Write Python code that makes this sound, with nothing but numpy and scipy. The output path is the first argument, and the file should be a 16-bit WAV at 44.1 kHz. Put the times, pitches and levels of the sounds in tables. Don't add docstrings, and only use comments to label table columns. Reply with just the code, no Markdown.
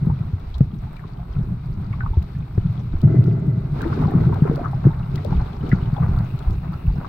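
import sys
import numpy as np
from scipy import signal
from scipy.fft import rfft, irfft
from scipy.io import wavfile
from scipy.ndimage import uniform_filter1d, minimum_filter1d

SR = 44100
rng = np.random.default_rng(int(sys.argv[2]) if len(sys.argv) > 2 else 0)


def waveform_to_disk(signal):
    frames = np.transpose(np.atleast_2d(signal))
    scaled = np.clip(frames, -1, 1) * 32767
    samples = np.round(scaled).astype(np.int16)
    wavfile.write(sys.argv[1], SR, samples)


N = 312228
TIME = np.arange(N) / SR
BIN_HZ = np.maximum(np.arange(N // 2 + 1) * SR / N, 1)

# t/s, level/dB, f/Hz, rise/s, contact noise re the knock/dB
KNOCKS = [(0.069, -6, 170, 0.0026, -27.5), (0.332, -10.5, 97.3, 0.0042, -30.5),
          (0.607, 3.5, 139.3, 0.0012, -16.5), (0.731, -23, 202, 0.0026, -27.5),
          (1.360, -12.5, 129, 0.0054, -27.5), (2.17, -4.5, 80.6, 0.0038, -23),
          (2.578, -6.5, 108, 0.0011, -12), (2.693, -12.5, 120.6, 0.01, -38.5),
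          (2.937, -20.5, 148, 0.0017, -12), (3.034, -4, 181.7, 0.0068, -29.5),
          (3.044, 2.5, 119.5, .016, -32.5), (3.142, -13.5, 338, 0.0026, -31),
          (3.477, -6.5, 143, 0.0055, -43.5), (4.056, -6, 149.3, .0055, -25.5),
          (4.149, -3.5, 175.2, .0054, -21.5), (4.263, -4, 149.2, 0.0097, -42), (4.42, 1.5, 155, .0028, -40),
          (4.497, -5, 155, 0.0014, -25), (4.851, -3.5, 148.3, 0.0082, -18),
          (4.868, -1, 160.3, 0.0024, -19.5), (5.319, -7.5, 134, 0.0038, -34),
          (5.358, -14.5, 64.8, 0.0086, -35.5), (5.729, -4.5, 179, 0.0046, -20),
          (5.927, -7.5, 139.6, .004, -49.5), (6.026, -12, 153, 0.0027, -33.5),
          (6.084, -12.5, 104, 0.0034, -42), (6.203, -13.5, 147.6, .004, -36),
          (6.338, -16, 127.4, 0.0029, -36), (6.874, -8.5, 52.8, 0.0042, -54.5)]
# f/Hz, width/Hz, relative level/dB
FRAME_MODES = [(112.6, 19, 2.5), (144.1, 24.3, 6), (244, 35, -20.5), (298, 41, -15.5), (385.7, 28, -16),
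               (644.5, 31, -25), (860, 60, -41.5), (1356, 140, -37.5), (2013, 39, -40)]
# t/s, approach/dB
APPROACH = [(0, -4), (1.1, -6), (2.9, -3.5), (3.55, -6), (3.85, 3.5), (4.7, 0), (6.2, 1.5), (7.08, -1)]
STEADY_LAYERS = {"swell": (-32.5, 0.51), "rumble": (-26.5, 0.95), "churn": (-45.5, .65),
                 "rush": (-47.5, 0.92), "sand": (-58.5, 0.55), "silt": (-72, 0.47)}
# t/s, hold/s, rumble/dB, churn/dB, rush/dB, sand/dB
SURGES = [(0.0, 0.12, -20, -39.5, -56.5, -78), (0.678, 0.3, -30, -60, -72, -83),
          (1.339, 0.082, -23.5, -39, -53, -80), (1.739, .3, -22.5, -62.5, -54, -71),
          (2.586, 0.15, -24, -51.5, -58.5, -66.5), (3.718, .3, -21.5, -29.5, -41, -53.5),
          (3.972, .27, -23, -29, -43, -58.5), (4.259, .38, -19.5, -35.5, -43.5, -63),
          (4.834, 0.036, -23.5, -42, -40.5, -72), (5.058, .33, -21, -37, -46.5, -57),
          (5.602, 0.14, -18, -34, -49.5, -59), (5.905, .24, -25.5, -41, -43.5, -68),
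          (6.464, 0.09, -28, -42, -49.5, -73), (6.943, 0.12, -37, -45, -46.5, -70)]
# middle t/s, level/dB
LURCHES = [(.6, -22.5), (1.389, -22.5), (2.15, -21), (2.63, -26.5), (2.989, -21), (3.77, -26.5),
           (5.371, -20.5), (5.73, -29.5), (6.128, -19.5), (6.528, -18), (6.89, -26.5)]
# t/s, level/dB, f/Hz, t60/s, left minus right/dB
LARGE_BUBBLES = [(0.098, -30, 890, 0.04, 4.5), (0.541, -40, 3740, .03, 12), (0.868, -41, 846, .1, -4),
                 (0.967, -43.5, 2280, 0.053, 12), (0.992, -42, 1730, 0.018, 6),
                 (1.038, -33, 1070, 0.03, -3), (1.193, -38.5, 693, 0.1, -10), (1.927, -37.5, 2150, .024, 0),
                 (1.936, -32.5, 1100, .04, 3), (2.004, -27.5, 1464, .09, 2), (2.033, -33, 880, 0.014, -6),
                 (2.061, -22.5, 1134, 0.018, -5), (2.133, -32, 880, 0.097, -2),
                 (3.828, -26, 1350, 0.033, 1), (3.838, -34.5, 1760, 0.023, 10), (3.859, -16, 326, 0.11, 2),
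                 (3.925, -25.5, 1320, 0.045, 3), (4.118, -29, 736, 0.029, -2),
                 (4.324, -23.5, 920, 0.064, 8.5), (4.358, -28.5, 775, .03, 5), (4.451, -20.5, 390, .024, 0),
                 (4.512, -18.5, 449, 0.1, -6), (4.577, -28, 555, 0.093, -8), (4.592, -23.5, 690, 0.17, -1),
                 (4.643, -26, 1254, 0.094, 7), (4.657, -26, 1167, 0.069, 15), (4.731, -26.5, 795, 0.07, 1),
                 (4.904, -30.5, 878, 0.089, 3.5), (5.175, -40, 1950, .05, 8), (5.248, -27, 490, 0.016, 17),
                 (5.323, -27, 844, 0.077, -1), (5.406, -34, 846, 0.089, 15), (5.715, -21.5, 1915, 0.047, 2),
                 (5.725, -29.5, 1390, .064, 14), (5.964, -29, 820, 0.048, 3), (5.977, -27, 735, 0.023, 10),
                 (6.025, -33.5, 1176, 0.066, 11), (6.731, -35, 1295, 0.12, 1),
                 (7.045, -27.5, 1095, 0.021, 5)]
# t/s, level before colouring/dB
GRAIN_HITS = [(0.582, -43), (0.9657, -48), (2.226, -44), (3.016, -41), (3.24, -44), (3.817, -34.5),
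              (4.343, -41), (4.558, -39), (5.1575, -34.5), (5.247, -37), (5.692, -39), (6.188, -40.5),
              (6.3906, -42), (6.507, -43.5)]

# f/Hz, relative level/dB
RUMBLE_COLOUR = [(30, -15.5), (60, -5.5), (90, -1.5), (115, 3), (155, 1), (195, -8), (250, -22),
                 (400, -35.5), (900, -94)]
SWELL_COLOUR = [(8, -11.5), (20, 10), (45, 8.5), (65, 8.5), (100, 3.5), (200, -79.5)]
CHURN_COLOUR = [(130, -17.5), (235, 2.5), (310, -3), (410, -3.5), (500, -15), (750, -35), (1500, -78)]
RUSH_COLOUR = [(300, -11.5), (520, -4), (720, 2), (1000, -0.5), (1300, -0.5), (1550, -5.5), (1780, -14.5),
               (2100, -13), (2700, -39.5), (4000, -46.5)]
SAND_COLOUR = [(1500, -5.5), (2350, 1.5), (3150, -7.5), (3900, -5), (5000, -13), (6500, -23), (10000, -32)]
SILT_COLOUR = [(4000, -21.5), (6000, -10.5), (7000, -10.5), (8300, 0.5), (10200, -9), (11400, 0.5),
               (12300, -1.5), (13300, -1.5), (14200, 3.5), (15000, 3), (16000, -7)]
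TICK_COLOUR = [(800, -4.5), (2500, -3), (4000, 6.5), (6000, -6.5), (8500, -10.5), (10000, -10.5),
               (12000, -13.5), (16000, -3)]
WIRE_COLOUR = [(1700, -27), (2150, -17), (2450, 2), (2750, 0.5), (3200, -21.5), (9500, -51.5), (11300, -15),
               (12300, -19.5), (13300, -30), (15200, -15.5)]
# f/Hz, gain/dB
CONTACT_COLOUR = [(100, 17), (330, 29.5), (520, 6.5), (720, 2), (1400, -5), (2600, -21), (6000, -67.5)]

# f/Hz, side minus mid/dB
MIC_WIDTH = [(25, -29.5), (60, -24), (130, -27.5), (280, -15.5), (420, -6), (600, 2.5), (900, 0.5),
             (1400, -5.5), (2200, -4.5), (3200, 1.5), (8000, 0.5), (15000, -0.5)]
# f/Hz, left minus right/dB
MIC_LEAN = [(60, -0.6), (130, 0), (200, 2), (380, 1), (700, -3), (1290, 5), (2380, 0.5), (3100, 5),
            (4300, 15), (8120, 8), (15000, 2)]


def knocks(ring_cycles=9.5, contact_t60=0.024, sag=0.076):
    t = np.arange(SR // 3) / SR
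    booms, contacts = np.zeros((2, N)), np.zeros((2, N))
    for s, db, hz, rise, contact_db in KNOCKS:
        t60 = ring_cycles / hz
        envelope = (1 - np.exp(-(t / rise) ** 2)) * fade(t, t60)
        sagging_hz = hz * (1 - sag * (1 - fade(t, t60)))
        boom = -envelope * np.sin(2 * np.pi * np.cumsum(sagging_hz) / SR)
        add(booms, s, undb(db) * boom / np.abs(boom).max())
        contact = fade(t, contact_t60) * rng.standard_normal((2, len(t)))
        add(contacts, s, undb(db + contact_db) * contact)
    return housing(booms + colour(contacts, CONTACT_COLOUR))


def frame_scrape(bite_s=3.025, bite_db=-10, ease_db_per_s=22):
    spectrum = 0
    for hz, width, db in FRAME_MODES:
        slips = rfft(patter(rate=500, spread_db=3.6, smooth_db=-4))
        detuning = (BIN_HZ / hz - hz / BIN_HZ) * hz / (2 * width)
        spectrum = spectrum + slips * undb(db) / (1 + 1j * detuning) ** 2
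    force_db = bite_db - ease_db_per_s * np.maximum(TIME - bite_s, 0)
    contact = gesture(bite_s, attack_s=0.012, hold_s=0.72, fall_db_per_s=126.5)
    return unit(irfft(spectrum, N)) * undb(force_db) * contact


def rumble(rumble_db):
    buffet = flow(RUMBLE_COLOUR, rumble_db, rate=260, spread_db=0.73, smooth_db=-3, flutter=(4, 28))
    swell = flow(SWELL_COLOUR, swell_level(), rate=150, spread_db=0, smooth_db=-4, flutter=(1.9, 69))
    return buffet + swell


def wash(churn_db, rush_db, sand_db):
    churn = flow(CHURN_COLOUR, churn_db, rate=200, spread_db=2.85, smooth_db=0.5, flutter=(1.9, 22))
    rush = flow(RUSH_COLOUR, rush_db, rate=220, spread_db=1.3, smooth_db=4, flutter=(2, 35))
    sand = flow(SAND_COLOUR, sand_db, rate=330, spread_db=0, smooth_db=7, flutter=(1.2, 25))
    silt = flow(SILT_COLOUR, steady_level("silt"), rate=90, spread_db=4, smooth_db=6, flutter=(1.5, 30))
    return churn + rush + sand + silt


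def bubble(hz, t60, pan_db, glide=0.035, rise_s=0.0015,
           echo_db=-3, echo_t60=0.077, splutter_db=-4, splutter_t60=0.032):
    t = np.arange(SR // 9) / SR
    rising_hz = hz * (1 + glide * (1 - fade(t, t60)))
    sound = fade(t, t60) * np.sin(2 * np.pi * np.cumsum(rising_hz) / SR)
    ratio = np.maximum(np.arange(len(t) // 2 + 1) * SR / len(t), 1) / hz
    for q, tail_t60, db in [(2.32, echo_t60, echo_db), (1.7, splutter_t60, splutter_db)]:
        noise = rfft(rng.standard_normal((2, len(t))))
        band = irfft(noise / (1 + 1j * q * (ratio - 1 / ratio)) ** 3, len(t))
        sound = sound + undb(db) * unit(band) * fade(t, tail_t60) / np.sqrt(2)
    sound = sound * (1 - np.exp(-(t / rise_s) ** 2))
    pan = undb(np.array([[pan_db], [-pan_db]]) / 2)
    return sound / np.abs(sound.mean(0)).max() * pan


def bubbles(rush_db, count=300, centre_hz=1100, octaves=0.7, over_rush_db=4.5, spread_db=3.5, cycles=55):
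    out = np.zeros((2, N))
    for s, db, hz, t60, pan_db in LARGE_BUBBLES:
        add(out, s, bubble(hz, t60, pan_db) * undb(db))
    swarm = zip(rng.random(count), rng.random(count), rng.standard_normal((count, 3)))
    for when, chance, (pitch, size, side) in swarm:
        i = int(when * N)
        hz = np.clip(centre_hz * 2 ** (octaves * pitch), 400, 5000)
        db = rush_db[i] + over_rush_db + spread_db * size - 8 * max(pitch, 0)
        nearness = min(undb(rush_db[i] - rush_db.max()) / chance, 1) ** 2.7
        add(out, i / SR, bubble(hz, cycles / hz, pan_db=1.7 + 4 * side) * undb(db) * nearness)
    return out


def grain_ticks(t60=0.019, trim_db=-0.5):
    t = np.arange(SR // 20) / SR
    hits = np.zeros((2, N))
    for s, db in GRAIN_HITS:
        add(hits, s, undb(db + trim_db) * fade(t, t60) * rng.standard_normal((2, len(t))))
    return colour(hits, TICK_COLOUR)


def fizz(sand_db, count=110, centre_hz=3700, octaves=0.38, over_sand_db=9, spread_db=0.8, cycles=70):
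    out = np.zeros((2, N))
    for when, (pitch, size, side) in zip(rng.random(count), rng.standard_normal((count, 3))):
        i = int(when * N)
        hz = min(centre_hz * 2 ** (octaves * pitch), SR / 6)
        db = sand_db[i] + over_sand_db + spread_db * size - 3 * pitch
        crackle = bubble(hz, cycles / hz, pan_db=6 + 3 * side, rise_s=0.00035,
                         echo_t60=0.0085, splutter_db=-3.5, splutter_t60=0.031)
        add(out, i / SR, crackle * undb(db))
    return out


def tow_wire(start_s=5.8, attack_s=0.23, level_db=-62.5):
    rub = flow(WIRE_COLOUR, level_db, rate=550, spread_db=5, smooth_db=3, flutter=(2, 20))
    return rub * np.clip((TIME - start_s) / attack_s, 0, 1)


def stirred_levels(attack_share=0.25, fall_db_per_s=70.5):
    power = undb([steady_level(layer) for layer in ("rumble", "churn", "rush", "sand")]) ** 2
    for s, hold_s, *layer_db in SURGES:
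        surge = gesture(s, attack_share * hold_s, hold_s, fall_db_per_s)
        power = power + np.outer(undb(layer_db) ** 2, surge ** 2)
    return 10 * np.log10(power)


def swell_level(half_width_s=0.049):
    power = undb(steady_level("swell")) ** 2
    for s, db in LURCHES:
        power = power + undb(db) ** 2 * np.exp(-((TIME - s) / half_width_s) ** 2)
    return 10 * np.log10(power)


def steady_level(layer):
    db, growth = STEADY_LAYERS[layer]
    times, approach_db = np.transpose(APPROACH)
    return db + growth * np.interp(TIME, times, approach_db)


def flow(spectrum, db, rate, spread_db, smooth_db, flutter):
    flutter_db, flutter_hz = flutter
    eddies = undb(flutter_db * wander(flutter_hz))
    stream = colour(patter(rate, spread_db, smooth_db), spectrum)
    return unit(stream * eddies) * undb(db)


def patter(rate, spread_db, smooth_db):
    hit = rng.random(N) < rate / SR
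    size = undb(spread_db * np.minimum(rng.exponential(size=N), 4))
    impacts = unit(hit * size * rng.standard_normal((2, N)))
    return impacts + undb(smooth_db) * rng.standard_normal((2, N))


def housing(mid_side):
    mid, side = rfft(mid_side)
    side = side * np.exp(log_gain(MIC_WIDTH))
    lean = np.exp(log_gain(MIC_LEAN) / 2)
    left_right = np.array([(mid + side) * lean, (mid - side) / lean])
    return irfft(left_right * 2 / (lean + 1 / lean), N)


def colour(x, spectrum):
    cepstrum = irfft(log_gain(spectrum), N)
    cepstrum[1:N // 2] *= 2
    cepstrum[N // 2 + 1:] = 0
    return irfft(rfft(x) * np.exp(rfft(cepstrum)), N)


def log_gain(spectrum):
    hz, db = np.transpose(spectrum)
    return np.log(undb(np.interp(np.log(BIN_HZ), np.log(hz), db)))


def wander(rate_hz):
    step = max(int(SR / rate_hz), 2)
    levels = np.repeat(rng.standard_normal(N // step + 1), step)[:N]
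    return unit(uniform_filter1d(uniform_filter1d(levels, step), step))


def gesture(start_s, attack_s, hold_s, fall_db_per_s):
    t = TIME - start_s
    return np.clip(t / max(attack_s, 1e-3), 0, 1) * undb(-fall_db_per_s * np.maximum(t - hold_s, 0))


def fade(t, t60):
    return np.exp(-np.log(1000) * t / max(t60, 1e-3))


def add(track, s, sound):
    i = int(np.clip(s * SR, 0, N - 1))
    track[:, i:i + sound.shape[-1]] += sound[..., :N - i]


def undb(db):
    return 10 ** (np.asarray(db) / 20)


def unit(x):
    return x / np.sqrt(np.mean(x ** 2))


def scene():
    rumble_db, churn_db, rush_db, sand_db = stirred_levels()
    water = rumble(rumble_db) + wash(churn_db, rush_db, sand_db)
    through_case = housing(water + frame_scrape() + tow_wire() + grain_ticks())
    return through_case + knocks() + bubbles(rush_db) + fizz(sand_db)


def record(dry):
    ceiling, top_hz = 0.95, 15800
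    hold = SR // 50
    overload = np.maximum(np.abs(dry).max(0) / ceiling, 1)
    gain = uniform_filter1d(minimum_filter1d(1 / overload, hold), hold)
    lowpass = signal.ellip(8, 0.2, 70, top_hz, fs=SR, output="sos")
    return signal.sosfilt(lowpass, dry * gain)


dry = scene()
out = record(dry)
waveform_to_disk(out)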